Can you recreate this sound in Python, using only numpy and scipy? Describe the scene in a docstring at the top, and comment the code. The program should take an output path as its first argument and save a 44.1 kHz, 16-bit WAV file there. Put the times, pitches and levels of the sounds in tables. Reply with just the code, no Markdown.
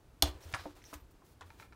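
"""In a quiet room, close by, a metal snap fastener on a leather cover pops open on a table.
Filtered noise pulses and damped modes make the snap, dense grains its hissing tail and the later rustling
strokes; half-sine blows ring the table, and low tones thump. Noise bursts make the leather slaps and one
swelling rustle, uneven slips the creaks. Narrow-band grit squeaks and damped sines tinkle, over a steady hush."""
import sys
import numpy as np
from scipy import signal
from scipy.fft import rfft, irfft
from scipy.io import wavfile
from scipy.ndimage import uniform_filter1d

SR = 44100
rng = np.random.default_rng(int(sys.argv[2]) if len(sys.argv) > 2 else 0)


def to_wav(s):
    """Save 16-bit WAV."""
    ch = np.atleast_2d(s).T  # columns
    pcm = np.round(np.clip(ch, -1, 1) * 32767)  # PCM
    wavfile.write(sys.argv[1], SR, pcm.astype(np.int16))


N = 77175  # samples, 1.75 s

# Spectrum of the room hush. 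Each row: frequency in Hz, relative density in dB per Hz.
HUSH_SPECTRUM = [(12, -37), (20, -2), (101, -2.5), (209, -14), (300, -10.5), (482, -17), (570, -19),
                 (819, -21), (1470, -25.5), (1840, -29.5), (8090, -37.5), (14100, -41), (15800, -41.5)]
HUSH_DB = -61.5  # rms

# Leather slaps and taps, and one swelling mid-high rustle at .561 s. Each row: start in seconds,
# body rms before fading in dB, body centre in Hz, body width in octaves, edge relative to body in dB,
# edge centre in Hz, rise in seconds, t60 in seconds.
NOISE_BURSTS = [(.2225, -32, 1020, 0.44, 2, 4000, 0.0024, 0.053),
                (.256, -40, 700, 0.24, -2.5, 3490, .001, 0.054),
                (0.525, -50.5, 1510, 0.98, -1, 7000, 0.0011, .04),
                (0.538, -30, 1330, 0.91, -17, 4700, 0.0013, 0.033),
                (.545, -34, 1080, 0.68, -8.5, 5200, 0.0013, 0.063),
                (0.561, -56.5, 3830, 0.47, -19, 7000, 0.029, 0.37),
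                (.588, -48, 1080, 0.62, -25, 4000, 0.0064, 0.065),
                (.655, -45.5, 820, 0.78, -25, 2500, 0.00081, 0.017),
                (0.817, -58, 2040, .4, -12, 4000, 0.00035, 0.036),
                (0.8398, -55, 2340, 0.76, -7, 8100, 0.00032, 0.027),
                (.929, -43, 960, 0.4, -26.5, 4000, 0.00068, 0.046),
                (0.933, -51.5, 1520, 1, -2, 8850, 0.00052, 0.062),
                (.939, -51, 1260, 1, 2.5, 7600, 0.00034, 0.064),
                (1.219, -58, 870, 0.54, -29.5, 3090, 0.0015, 0.037),
                (1.4094, -42, 1080, 0.36, -9, 4440, 0.00072, 0.045),
                (1.418, -48, 1000, 0.96, -25, 3960, 0.0013, 0.052),
                (1.429, -64, 2020, 0.42, 1, 6030, .0005, .01)]
EDGE_OCTAVES, EDGE_FADE_RATIO = 0.65, .7  # edge width; edge t60 relative to body t60
BURST_GRIT = 0.21  # rms of clicks relative to noise

# Chatter of the spring leaving the stud. 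Each row: start in seconds, pulse peak in dB before
# CRACK_DB and the filters.
SPRING_POPS = [(.2228, -26), (.2232, -10), (.2237, -14), (.2241, -10), (.2249, -18), (.2255, -15),
               (.2259, -11), (.2265, -18), (.2285, -19), (.2320, -22), (.2345, -24)]
POP_DECAY_S, CRACK_DB, STUD_DB = .00015, 3, -3.5
# Colour of the crack. Each row: frequency in Hz, relative density in dB per Hz.
CRACK_SPECTRUM = [(1290, -53), (2200, -24), (2870, -3), (3970, -4.5), (7100, -7.5), (7600, -19), (7940, -9),
                  (9260, -6.5), (10200, -13.5), (13100, -6.5), (16000, -32.5), (17000, -27)]
# Modes of stud and socket. Each row: frequency in Hz, relative level in dB, t60 in seconds.
STUD_MODES = [(3450, 19, 0.017), (4180, 3, 0.022), (7085, 2.5, 0.013), (9487, -6.5, 0.023),
              (13450, -11.5, .006)]

# Modes of table top and cover. Each row: frequency in Hz, relative level in dB, t60 in seconds.
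TABLE_MODES = [(297.1, -6, .2), (361.4, -17.5, 0.36), (444, -1.5, 0.018), (530, -8, 0.083),
               (665.4, 2.5, .06), (801, -1.5, 0.064), (902, -6, 0.11), (1068, -14, .04)]
# Blows that ring the table. Each row: start in seconds, impulse (summed push) in dB,
# contact time in seconds.
TABLE_BLOWS = [(.2228, -26.5, 0.00091), (.2257, -25, 0.00033), (0.242, -26.5, 0.0028),
               (.257, -41.5, 0.00071), (0.656, -33, 0.00034), (.6575, -32, 0.0014), (0.661, -30, 0.0017),
               (.93, -35, 0.0014), (0.544, -38.5, 0.00051), (1.411, -45, 0.0022)]
# Low thumps of the table frame. Each row: start in seconds, level before the slow rise and decay in dB,
# frequency in Hz, t60 in seconds.
FRAME_THUMPS = [(0.231, -21, 69, 0.14), (0.283, -30, 65, 0.14), (.35, -36.5, 68.5, 0.096),
                (0.454, -40.5, 80.4, 0.24), (.535, -27, 96, 0.053), (.59, -43.5, 83, .15),
                (0.954, -38.5, 67, 0.11), (1.02, -46.5, 60.2, 0.19), (1.415, -51, 89, 0.57),
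                (1.621, -53.5, 62.5, .2), (1.719, -51, 70.3, .2)]
THUMP_RISE_S = 0.0045

# Bright hissing tail of the snap (first row), then rustling strokes of strap and hands over leather and
# paper. Each row: start in seconds, rise in seconds, hold in seconds, fall in seconds,
# grain rms before shaping in dB, tilt in dB per octave.
HISS_AND_STROKES = [(0.224, 0.0028, 0.05, .05, -47, -1), (.29, 0.0069, 0.059, 0.15, -59.5, -2),
                    (0.404, 0.003, 0.041, 0.047, -60, 0.5), (.44, 0.035, 0.047, 0.0084, -58.5, 0),
                    (0.554, 0.0033, 0.055, 0.038, -56, -0.5), (0.634, 0.0058, 0.027, 0.097, -59.5, -1),
                    (0.751, 0.0025, 0.021, 0.09, -63.5, 0), (0.826, 0.043, 0.087, 0.012, -62, 1.5),
                    (0.942, 0.0045, 0.007, 0.078, -63, 0.5), (1.107, 0.0034, 0.0072, 0.013, -70.5, 8),
                    (1.232, 0.028, 0.059, 0.039, -71, 3.5), (1.442, 0.016, 0.14, .04, -70, 0.5),
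                    (1.577, 0.02, 0.029, 0.054, -61.5, 0.5)]
# Colour of hiss and strokes before tilt. Each row: frequency in Hz, relative density in dB per Hz.
RUSTLE_SPECTRUM = [(180, -63), (300, -1.5), (927, -6.5), (1010, -5), (1270, -8.5), (3160, -13.5),
                   (4120, -13.5), (4870, -15.5), (11700, -21.5), (15800, -21.5)]
GRAINS_PER_S, GRAIN_SPREAD_DB = 15000, 2.5
UNEVEN_DB, UNEVEN_S = 1.3, .015  # rms level wander, and the averaging time that slows it

# Decay of the room. Each row: frequency in Hz, t60 in seconds.
ROOM_T60 = [(200, 0.1), (1000, 0.28), (4000, 0.19), (9000, 0.14), (16000, 0.033)]
ROOM_DB, SNAP_ROOM_DB = -11.5, -12  # room sends of bursts, creaks and small tones, and of the snap

# Thin tinkles of metal fittings. Each row: start in seconds, frequency in Hz,
# level before rise and decay in dB, t60 in seconds.
METAL_TINKLES = [(.271, 13600, -54, .02), (.548, 9450, -47, .03), (.562, 9450, -56, .04),
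                 (.94, 13700, -64, .15), (1.0, 13700, -71, .12)]
# Squeaks of skin on leather. Each row: start in seconds, length in seconds, centre in Hz,
# rms before shaping in dB.
SKIN_SQUEAKS = [(.425, .020, 5700, -64), (.822, .012, 5800, -68), (.848, .028, 5800, -58),
                (.89, .025, 5600, -68)]
SQUEAK_WIDTH_HZ = 960  # two standard deviations of the band

# Creaks of leather. Each row: start in seconds, length in seconds (negative leaves only the first slip),
# rms of the first 1000 samples in dB.
LEATHER_CREAKS = [(1.504, -0.5, -58.5), (1.599, -0.65, -56.5), (1.624, .015, -56.5), (1.648, .03, -69),
                  (1.724, 0.014, -60.5)]
# Cover resonances. Each row: frequency in Hz, relative level in dB, t60 in seconds.
COVER_MODES = [(905, 0, .035), (1340, -4, .025), (1800, -6, .03), (2090, -9, .03), (2420, -6, .03),
               (3000, -14, .015), (4020, -14, .012)]
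# Colour of the dry scuff. Each row: frequency in Hz, relative density in dB per Hz.
SCUFF_SPECTRUM = [(300, -40), (800, 0), (2500, -5), (5000, -16), (12000, -36)]
SLIPS_PER_S, SLIP_SPREAD_DB, SLIP_T60_S = 1500, 2.5, .08
SCUFF_DB, FIRST_SLIP = -7, 5.  # scuff relative to the resonances; amplitude of the first slip

BAND_EDGE_HZ = 17100


def gain_of(db):
    """Amplitude ratio of a level in dB."""
    return 10 ** (np.asarray(db) / 20)


def evened(x):
    """Normalisation to rms 1."""
    return x / np.sqrt(np.mean(x ** 2) + 1e-20)


def read(points, hz):
    """Interpolation of a table along logarithmic frequency."""
    f, value = np.transpose(points)
    return np.interp(np.log(hz + 1), np.log(f + 1), value)


def add(mix, s, sound):
    """Superposition: a sound joins the mix at s seconds."""
    part = mix[round(s * SR):][:len(sound)]
    part += sound[:len(part)]


def coloured(x, points):
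    """Spectral shaping by a table, silent above its top, at rms 1."""
    hz = np.fft.rfftfreq(len(x), 1 / SR)
    gain = gain_of(read(points, hz)) * (hz <= points[-1][0])
    return evened(irfft(rfft(x) * gain, len(x)))


def causal(points):
    """Minimum-phase response of a spectrum table, from its log gain by Hilbert transform, energy 1."""
    hz = abs(np.fft.fftfreq(1024, 1 / SR))
    log_gain = np.log(gain_of(np.maximum(read(points, hz), -80)))
    phase = -signal.hilbert(log_gain).imag
    taps = np.fft.ifft(np.exp(log_gain + 1j * phase)).real[:512]
    return taps / np.linalg.norm(taps)


def bell(hz, centre_hz, octaves):
    """Gaussian spectral hump on a logarithmic frequency axis."""
    return np.exp(-.5 * (np.log2(hz / centre_hz) / octaves) ** 2)


def ring(modes, seconds):
    """Modal superposition: exponentially damped sines of alternating sign."""
    t = np.arange(0, seconds, 1 / SR)
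    out = np.zeros(len(t))
    for k, (hz, db, t60) in enumerate(modes):
        out += (-1) ** k * gain_of(db - 60 * t / t60) * np.sin(2 * np.pi * hz * t)
    return out


def grit(size, per_s, spread_db):
    """Random impulse train: clicks of either sign with uneven size, at rms 1."""
    chance, sign, height = rng.random((3, size))
    clicks = (chance < per_s / SR) * np.sign(sign - .5)
    return evened(clicks * gain_of(-spread_db * np.log(height + 0.00064)))


def hush():
    """Stationary random noise: the steady background has a fixed spectrum."""
    return gain_of(HUSH_DB) * coloured(rng.standard_normal(N), HUSH_SPECTRUM)


def slaps_and_swell():
    """Shaped noise: a broad body and a faster-decaying edge; quick rises slap, one slow rise swells."""
    out, t = np.zeros(N), np.arange(8192) / SR
    hz = np.fft.rfftfreq(len(t), 1 / SR) + 1  # avoids log of zero
    for s, db, body_hz, octaves, edge_db, edge_hz, rise, t60 in NOISE_BURSTS:
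        noise = rng.standard_normal(len(t)) + BURST_GRIT * grit(len(t), 1200, 4.)
        spectrum = rfft(noise) * (hz < 15800)
        body = evened(irfft(spectrum * bell(hz, body_hz, octaves)))
        edge = evened(irfft(spectrum * bell(hz, edge_hz, EDGE_OCTAVES)))
        fade_db = -60 * np.maximum(t - rise, 0) / t60
        burst = gain_of(db + fade_db) * body
        burst += gain_of(db + edge_db + fade_db / EDGE_FADE_RATIO) * edge
        add(out, s, np.minimum(t / rise, 1) * burst)
    return out


def snap():
    """Impulsive excitation: each tiny wide-band pop cracks and rings the metal modes a little."""
    drive, t = np.zeros(N), np.arange(128) / SR
    for s, db in SPRING_POPS:
        pop = rng.standard_normal(128) * np.exp(-t / POP_DECAY_S)
        add(drive, s, gain_of(db + CRACK_DB) * pop / abs(pop).max())
    stud = ring(STUD_MODES, 0.025)
    stud = stud / np.linalg.norm(stud)
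    crack = signal.oaconvolve(drive, causal(CRACK_SPECTRUM))[:N]
    return crack + gain_of(STUD_DB) * signal.oaconvolve(drive, stud)[:N]


def table():
    """Forced vibration: half-sine contact pushes excite damped modes, beside slow-rising low thumps."""
    drive, out, t = np.zeros(N), np.zeros(N), np.arange(0, .4, 1 / SR)
    for s, db, contact in TABLE_BLOWS:
        push = np.sin(np.pi * np.clip(t[:200] / contact, 0, 1))
        add(drive, s, gain_of(db) * push / push.sum())
    for s, db, hz, t60 in FRAME_THUMPS:
        rise = np.exp(-t / THUMP_RISE_S) - 1  # inverted polarity
        add(out, s, rise * ring([(hz, db, t60)], .4)[:len(t)])
    return out + signal.oaconvolve(drive, ring(TABLE_MODES, .4) / 2)[:N]


def hiss_and_rustle():
    """Granular noise: dense random grains rise, hold and fall, as the snap's hissing tail and as strokes."""
    out, size = np.zeros(N), 12000
    for s, rise, hold, fall, db, tilt_db in HISS_AND_STROKES:
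        colour = [(hz, level + tilt_db * np.log2(hz / 3000)) for hz, level in RUSTLE_SPECTRUM]
        corners = np.cumsum([0, rise, hold, fall])
        shape = np.interp(np.arange(size) / SR, corners, [0, 1, 1, 0])
        wander = evened(uniform_filter1d(rng.standard_normal(size), int(UNEVEN_S * SR)))
        shape *= gain_of(UNEVEN_DB * wander)
        grains = coloured(grit(size, GRAINS_PER_S, GRAIN_SPREAD_DB), colour)
        add(out, s, gain_of(db) * shape * grains)
    return out


def room(x):
    """Reverberation: convolution with a noise tail whose bands decay at their own rates."""
    hz, t, bands = signal.stft(rng.standard_normal(SR // 2), SR, nperseg=128)
    decay = gain_of(-60 * t / read(ROOM_T60, hz)[:, None])
    tail = signal.istft(bands * decay, SR, nperseg=128)[1]
    tail = np.concatenate([np.zeros(100), tail])  # delay in samples before the tail
    return signal.fftconvolve(x, tail / np.linalg.norm(tail))[:N]


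def tinkles():
    """Free vibration: each metal fitting sounds one damped sine with a brief rise."""
    out = np.zeros(N)
    for s, hz, db, t60 in METAL_TINKLES:
        tone = ring([(hz, db, t60)], .25)
        add(out, s, tone * np.minimum(np.arange(len(tone)) / SR / 0.0018, 1))
    return out


def squeaks():
    """Narrow-band excitation: random clicks through a Gaussian band give a fuzzy pitch."""
    out, t = np.zeros(N), np.arange(4096) / SR
    f = np.fft.rfftfreq(len(t), 1 / SR)
    for s, length, hz, db in SKIN_SQUEAKS:
        band = np.exp(-.5 * ((f - hz) / (SQUEAK_WIDTH_HZ / 2)) ** 2)
        fuzz = evened(irfft(rfft(grit(len(t), 3000, 2.5)) * band))
        shape = np.sin(np.pi * np.clip(t / length, 0, 1)) ** .5
        add(out, s, gain_of(db) * fuzz * shape)
    return out


def creaks():
    """Stick-slip: uneven slips excite the cover resonances and a dry scuff."""
    out, t = np.zeros(N), np.arange(4096) / SR
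    body = ring(COVER_MODES, .05)
    body = body / np.linalg.norm(body)
    body[:512] += gain_of(SCUFF_DB) * causal(SCUFF_SPECTRUM)
    for s, length, db in LEATHER_CREAKS:
        slips = grit(len(t), SLIPS_PER_S, SLIP_SPREAD_DB) * gain_of(-60 * t / SLIP_T60_S)
        slips *= np.clip((length - t) / 0.0027, 0, 1)  # short closing ramp
        slips[0] = FIRST_SLIP
        sound = signal.oaconvolve(slips, body)
        add(out, s, gain_of(db) * sound / np.sqrt(np.mean(sound[:1000] ** 2)))
    return out


def scene():
    """Superposition of direct sources, reverberation and hush; table, hiss and strokes stay dry."""
    pop = snap()
    near = slaps_and_swell() + creaks() + squeaks() + tinkles()
    wet = room(gain_of(SNAP_ROOM_DB) * pop + gain_of(ROOM_DB) * near)
    return (pop + near + table() + wet + hiss_and_rustle() + hush())[None]


def record(dry):
    """Band limitation: a linear-phase low-pass filter removes the top of the spectrum."""
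    low_pass = signal.firwin(511, BAND_EDGE_HZ, window=("kaiser", 9), fs=SR)
    return signal.oaconvolve(dry, low_pass[None], "same")


dry = scene()
out = record(dry)
to_wav(out)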